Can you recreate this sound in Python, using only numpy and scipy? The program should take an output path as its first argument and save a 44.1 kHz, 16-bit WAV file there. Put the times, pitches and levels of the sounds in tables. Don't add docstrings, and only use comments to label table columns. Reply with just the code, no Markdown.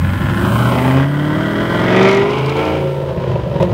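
import sys
import numpy as np
from scipy import signal
from scipy.fft import rfft, irfft, next_fast_len
from scipy.io import wavfile
from scipy.ndimage import uniform_filter1d, map_coordinates

SR = 44100
rng = np.random.default_rng(int(sys.argv[2]) if len(sys.argv) > 2 else 0)


def attenuation_scalar(level_db):
    decades = np.asarray(level_db, float) / 20
    return 10 ** decades


def log_audio(samples):
    frames = np.atleast_2d(samples).T
    limited = np.clip(frames, -1, 1)
    pcm = np.round(limited * 32767).astype(np.int16)
    wavfile.write(sys.argv[1], SR, pcm)


N = 164493

# (time [s], view, -2 approaching to 3 far away)
ANGLE = [(0, -2), (.35, -2), (.52, -1), (.68, -1), (.8, 0), (.98, 0), (1.1, 1), (1.75, 1), (1.95, 1.5),
         (2.15, 1.5), (2.35, 2), (2.72, 2), (2.95, 3), (3.73, 3)]
# (resonance [Hz], width [Hz], level [dB])
AWAY = [(347, 26, 0), (459, 108, 0), (564, 71, 3.5), (700, 130, -5), (942, 67, -2), (1090, 200, -16.5),
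        (1900, 240, -20.5), (2670, 370, -23.5), (3760, 400, -28.5)]


def unit(x):
    return x / np.sqrt(np.mean(x ** 2) + 1e-20)


def curves(rows):
    s, *cols = np.transpose(rows)
    return [np.interp(np.arange(N) / SR, s, c) for c in cols]


def wobble(rate, order=3):
    knots = rng.standard_normal(int(N * rate / SR) + 4)
    return map_coordinates(knots, [np.arange(N) * rate / SR], order=order)


def filtered(x, response):
    m = next_fast_len(N + SR // 2)
    return irfft(rfft(x, m) * response(np.fft.rfftfreq(m, 1 / SR)), m)[:N]


def resonance(f, centre, width, db):
    return attenuation_scalar(db) * 1j * f * width / (centre * centre - f * f + 1j * f * width)


def resonant(x, peaks):
    return filtered(x, lambda f: sum((-1) ** k * resonance(f, *peak) for k, peak in enumerate(peaks)))


def compact(peaks):
    f = np.fft.rfftfreq(8192, 1 / SR)
    gain = np.sqrt(sum(abs(resonance(f, *peak)) ** 2 for peak in peaks))
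    cepstrum = irfft(np.log(gain + 1e-3))
    cepstrum = cepstrum * np.r_[1, 2 * np.ones(4095), 1, np.zeros(4095)]
    return irfft(np.exp(rfft(cepstrum)))[:4096]


def pulses(at, size):
    taps = np.arange(-8, 9)
    i = np.floor(at).astype(int)[:, None] + taps
    d = i - at[:, None]
    w = np.sinc(d) * np.cos(np.pi * d / 18) ** 2 * size[:, None]
    return np.bincount(np.clip(i, 0, N).ravel(), w.ravel(), N + 1)[:N]


def puffs(train, t60):
    shape = attenuation_scalar(-60 * np.arange(SR // 10) / SR / t60)
    return signal.fftconvolve(train, shape)[:N] * rng.standard_normal(N)


def orders(table, turns, depth_db):
    blur = 0.00046 * depth_db ** 2
    total = 0
    for k, db in np.array(table).tolist():
        level = attenuation_scalar(db + depth_db * wobble(7, order=1))
        cycles = round(k) * (turns + blur * wobble(20, order=1)) + rng.random()
        total = total + level * np.sqrt(2) * np.sin(2 * np.pi * cycles)
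    return total


def engine():
    # (time [s], engine cycles [Hz], firing beat [dB], its octave [dB])
    revs = [(0, 10.5, -12, -27), (.2, 12.4, -21, -29), (.4, 13.2, -19, -27), (.62, 15.1, -13, -27),
            (.8, 15.8, -18, -21), (.96, 16.7, -11, -16), (1.1, 17.9, -15, -24), (1.3, 18.85, -19, -20),
            (1.6, 20.74, -30, -26), (1.8, 22.05, -25, -30), (2.03, 24, -18, -15), (2.2, 24.8, -25, -14),
            (2.4, 26.7, -34, -22), (2.6, 27.96, -36, -22), (2.8, 28.55, -45, -30), (3, 28.1, -55, -36),
            (3.3, 25.7, -45, -43), (3.73, 21.8, -32, -43)]
    # (time [s], bank limp [dB], crank-turn lope [dB], rasp [dB], misfire depth [dB])
    unevenness = [(0, -40, -29, -27, 2), (.2, -33.5, -26.5, -25, 2), (.45, -27.5, -23, -21, 3),
                  (.64, -25.5, -32.5, -18, 0), (.99, -31, -35.5, -19.5, 4), (1.09, -39, -32.5, -27.5, 2.5),
                  (1.35, -32, -29.5, -23, -0.5), (1.6, -34.5, -25, -22.5, 2.5), (1.85, -27, -25, -20, 2),
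                  (2.08, -26, -28.5, -14, 2.5), (2.25, -33, -26, -22.5, 2), (2.45, -29, -33.5, -23, 3.5),
                  (2.68, -24, -40, -22, 4), (2.85, -21.5, -28, -28, -1.5), (3.05, -28, -32.5, -28, 3),
                  (3.3, -30, -33.5, -26.5, 3.5), (3.73, -30, -26.5, -27, 4.5)]
    cylinder_db = [9, 6.5, -3, 6.5, 11.5, 4.5, 6, 0.5]
    hz, beat_db, octave_db = curves(revs)
    limp_db, turn_db, rasp_db, misfire_db = curves(unevenness)
    turns = np.cumsum(hz / SR)
    burble_db = .5 * misfire_db * wobble(23.946)
    note = exhaust_note(turns, beat_db, octave_db, limp_db, turn_db, misfire_db)

    count = np.arange(1, int(8 * turns[-1]))
    chance = rng.standard_normal((len(count), 3))
    jitter = 0.0093
    at = np.interp(count + jitter * chance[:, 0], 8 * turns, np.arange(N))
    i = at.astype(int)
    bark_db = np.take(cylinder_db, count % len(cylinder_db))
    size_db = 0.89 * bark_db + 0.16 * misfire_db[i] * chance[:, 1] + burble_db[i]
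    gas = exhaust_gas(pulses(at, attenuation_scalar(size_db) * np.sqrt(22 / hz[i])), rasp_db)
    snaps = firing_snaps(at, bark_db, chance[:, 2], rasp_db)
    return attenuation_scalar(0.75 * burble_db) * note + gas + snaps


def exhaust_note(turns, beat_db, octave_db, limp_db, turn_db, misfire_db):
    beat = [(8, 0.0058)]
    octave = [(16, -1), (24, -24)]
    limp = [(3, -16.5), (5, 2.5), (7, -13.5), (9, -12.5), (11, -2), (13, -5.5), (15, -6), (17, -7.5),
            (19, -3), (21, -13.5), (23, -11.5), (25, -31), (27, -9.5)]
    turn = [(4, -16), (6, -2.5), (10, -3.5), (12, -9), (14, -0.5), (18, -10), (20, -7), (22, -9.5),
            (26, -9.5), (28, -10)]
    # (resonance [Hz], width [Hz], level [dB])
    chambers = [(81, 41, -3.5), (134, 35, 2.5), (184, 54, -3)]
    # (resonance [Hz], width [Hz], level [dB])
    mouth = [(373, 88, 0.0035), (537, 77, 1)]
    # (time [s], level [dB])
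    throb = [(1.3, -46), (1.6, -37), (2.2, -50), (2.5, -28.5), (2.8, -26), (2.95, -40), (3.05, -31.5),
             (3.73, -33.5)]
    lope = attenuation_scalar(limp_db) * orders(limp, turns, 1.28 * misfire_db)
    lope = lope + attenuation_scalar(turn_db) * orders(turn, turns, 1.3 * misfire_db)
    far = np.clip(curves(ANGLE)[0] - 2, 0, 1)
    near_lope = lope + resonant(lope, [(193.6, 16.8, 0)])
    far_lope = resonant(resonant(lope, chambers + mouth), chambers + mouth)
    breath_db = .25 * misfire_db
    even = attenuation_scalar(beat_db - 0.3) * orders(beat, turns, breath_db)
    even = even + attenuation_scalar(octave_db + 0.13) * orders(octave, turns, breath_db)
    slow = attenuation_scalar(curves(throb)[0]) * orders([(3, 0)], turns, misfire_db)
    return even + (1 - far) * near_lope + far * far_lope + slow


def exhaust_gas(barks, rasp_db):
    ring_t60, puff_t60, steady_flow = .05, 7.0 * 0.0062, 0.45
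    ring_share = np.clip(0.56 + 0.0076 * (rasp_db + 23.5), 0, 1)
    ring = attenuation_scalar(-60 * np.arange(SR // 20) / SR / ring_t60) * rng.standard_normal(SR // 20)
    rattle = unit(signal.fftconvolve(barks - barks.mean(), ring)[:N])
    gas = ring_share * rattle + (1 - ring_share) * unit(puffs(barks, puff_t60))
    gas = gas + steady_flow * rng.standard_normal(N)
    return attenuation_scalar(rasp_db) * angled(unit(gas))


def firing_snaps(at, bark_db, luck, rasp_db):
    hits = pulses(at, attenuation_scalar(1.6 * bark_db + 3 * luck))
    snaps = unit(resonant(puffs(hits, 0.0028), [(3860, 2100, 19), (7000, 830, -17)]))
    return attenuation_scalar(-52 + 1.3 * (rasp_db + 4.0)) * snaps * np.clip(curves(ANGLE)[0], .3, 1)


def angled(x):
    views = [-2, -1, 0, 1, 1.5, 2, 3]
    # (resonance [Hz], width [Hz], level [dB])
    approach = [(366, 55, -7), (560, 93, -1.5), (825, 60, -2), (1070, 114, -1), (1430, 200, -3),
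                (1724, 115, -2), (2100, 150, -7), (2580, 180, -17.5), (3100, 510, -18.5)]
    passing = [(370, 34, -3), (560, 41, 2), (670, 140, 0), (865, 60, -2), (1070, 84, 1), (1270, 210, -2.5),
               (1540, 79, 1.5), (2210, 150, -17), (2460, 40, -15), (2820, 100, -26), (3070, 140, -16),
               (3900, 160, -43)]
    alongside = [(404, 25, 2), (527, 67, 1), (650, 80, 3.5), (855, 43, 5.5), (1133, 100, 1),
                 (1580, 110, -5), (1980, 190, -6), (2400, 160, -12), (3040, 130, -17)]
    quarter = [(306, 45, -22), (640, 96, 4.5), (950, 170, -3.5), (1190, 98, -1), (1510, 170, -0.5),
               (1944, 72, 0), (2440, 36, -23), (3100, 250, -21.5), (3220, 170, -12)]
    roar = [(643, 113, 3), (895, 120, -1), (1215, 140, -1.5), (1590, 150, -8.5), (1944, 78, 2),
            (2120, 200, -0.5), (2500, 120, -15), (3480, 200, -14)]
    behind = [(527, 155, 1), (795, 160, 5.5), (974, 190, 4), (1270, 290, -3.5), (2260, 250, -0.5),
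              (2800, 160, -5.5), (3180, 220, -13.5), (3940, 320, -23)]
    # (time [s], cancelled band [Hz], depth [dB])
    road_echo = [(0, 2500, -9), (.4, 2250, 15), (.6, 1740, 18), (.76, 1640, 23), (.86, 1530, 0),
                 (1.05, 2420, 4), (1.8, 2600, 10), (2.1, 1820, 2.5), (2.3, 1700, 7), (2.75, 1900, 0),
                 (3.001, 2100, 0.5)]
    crackle_hz, notch_width_hz = 3820, 85
    view, = curves(ANGLE)
    soft = filtered(x, lambda f: 1 / (1 + 1.2j * f / crackle_hz - (f / crackle_hz) ** 2))
    colours = [approach, passing, alongside, quarter, roar, behind, AWAY]
    y = 0
    for row, peaks in zip(np.eye(len(views)), colours):
        share = np.interp(view, views, row) ** 0.82
        y = y + share * unit(signal.fftconvolve(soft, compact(peaks))[:N])
    hz, t, z = signal.stft(y, SR, nperseg=512)
    s, notch_hz, depth_db = np.transpose(road_echo)
    dip = np.exp(-.5 * ((hz[:, None] - np.interp(t, s, notch_hz)) / notch_width_hz) ** 2)
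    return signal.istft(z * attenuation_scalar(-np.interp(t, s, depth_db) * dip), SR, nperseg=512)[1][:N]


def pops():
    # (time [s], level [dB], brightness [dB])
    bangs = [(3.022, -20, -3), (3.1, -23.5, -2), (3.175, -11, -6), (3.239, -17.5, 5.5), (3.267, -21, 1),
             (3.357, -13, 0), (3.469, -8.5, -14), (3.513, -15.5, 0), (3.554, -5, -12), (3.6, -6.5, -3.5),
             (3.612, -13, 1), (3.625, -11.5, 4.5), (3.637, -14.5, 5.5), (3.722, -6, -14)]
    # (resonance [Hz], width [Hz], level [dB])
    thump_peak = [(153, 47, 0)]
    s, db, bright_db = np.transpose(bangs)
    at = s * SR
    thump = resonant(resonant(pulses(at, attenuation_scalar(db + 47.5)), thump_peak), thump_peak)
    gas = puffs(pulses(at, attenuation_scalar(db + bright_db + 16.5)), 0.03)
    gas = gas + pulses(at, attenuation_scalar(db + bright_db + 33))
    run_start_s, run_hz, run_t60, run_db = 3.602, 177, .4, 23.5
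    t = np.arange(20) / run_hz
    run_level = attenuation_scalar(run_db - 60 * t / run_t60 + 2 * rng.standard_normal(len(t)))
    run = pulses((run_start_s + t) * SR, run_level)
    dulled = filtered(gas + run, lambda f: 1 / (1 + 1j * f / 5000) ** 2)
    return thump + resonant(dulled, AWAY) + resonant(run, [(181, 17, 4.6)])


def cracks():
    # (time [s], peak level [dB])
    hard_firings = [(1.9026, -36), (1.962, -23), (2.0278, -20.5), (2.0474, -29), (2.0872, -20),
                    (2.112, -21), (2.1274, -24), (2.147, -23), (2.169, -24), (2.1903, -36), (2.2295, -33),
                    (2.3067, -28), (2.3835, -27), (2.459, -27), (2.4947, -24.5), (2.5671, -29),
                    (2.6524, -30), (3.6259, -24.5)]
    s, db = np.transpose(hard_firings)
    hits = pulses(s * SR, attenuation_scalar(db - 1)) + pulses((s + 0.0033) * SR, attenuation_scalar(db))
    snap = resonant(puffs(hits, 0.011), [(3560, 2300, 9), (6800, 4600, -7.5)])
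    return resonant(snap, [(3960, 4600, 0)])


def street(x):
    echo_db, echo_t60 = -12.5, 0.085
    tail = rng.standard_normal(SR // 2) * attenuation_scalar(-60 * np.arange(SR // 2) / SR / echo_t60)
    return x + attenuation_scalar(echo_db) * signal.fftconvolve(x, tail / np.linalg.norm(tail))[:N]


def rush(spectrum, patchy_db):
    z = signal.stft(rng.standard_normal(N), nperseg=512)[2]
    field = uniform_filter1d(uniform_filter1d(rng.standard_normal(z.shape), 6, 0), 10, 1)
    x = signal.istft(z * attenuation_scalar(patchy_db * unit(field)), nperseg=512)[1][:N]
    f, v = np.transpose(spectrum)
    return unit(filtered(x, lambda hz: attenuation_scalar(np.interp(np.log(hz + 1), np.log(f + 1), v))))


def road_and_wind():
    # (time [s], level [dB])
    road = [(0, -22), (.25, -19), (.5, -25), (.8, -25), (1.05, -36), (1.5, -27.5), (2.2, -30), (2.8, -33),
            (3.3, -22.5), (3.73, -19.5)]
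    # (time [s], level [dB])
    wind = [(0, -45.5), (.3, -43.5), (.55, -37.5), (.88, -40), (1.07, -49), (1.8, -48), (2.1, -56),
            (2.65, -49.5), (2.95, -54.5), (3.73, -72)]
    # (frequency [Hz], density [dB per Hz])
    rumble_colour = [(20, -15), (45, -3.5), (80, -0.5), (140, 5.5), (200, -2), (260, -18), (420, -22),
                     (1500, -57)]
    hiss_colour = [(2350, -16), (4000, -2.5), (5020, -15.5), (8450, -0.5), (10500, -5.5), (14800, -3),
                   (16000, -1.5)]
    road_db, = curves(road)
    hiss_db, = curves(wind)
    rumble = attenuation_scalar(road_db + 1.2 * wobble(14)) * rush(rumble_colour, patchy_db=1.5)
    hiss = attenuation_scalar(hiss_db + 1.6 + 0.39 * wobble(17)) * rush(hiss_colour, patchy_db=1)
    return rumble + hiss


def scene():
    return (street(engine() + pops() + cracks()) + road_and_wind())[None]


def roll_off(x):
    return signal.sosfilt(signal.butter(12, 16160, fs=SR, output="sos"), x)


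def record(dry):
    bass_hz, top_hz, clip_level = 38, 15750, 1.1
    x = filtered(dry[0], lambda f: (1j * f / (bass_hz + 1j * f)) ** 2 * (f < top_hz))[None]
    x = x / (1 + np.abs(x / clip_level) ** 6) ** (1 / 6)
    return roll_off(x)


dry = scene()
out = record(dry)
log_audio(out)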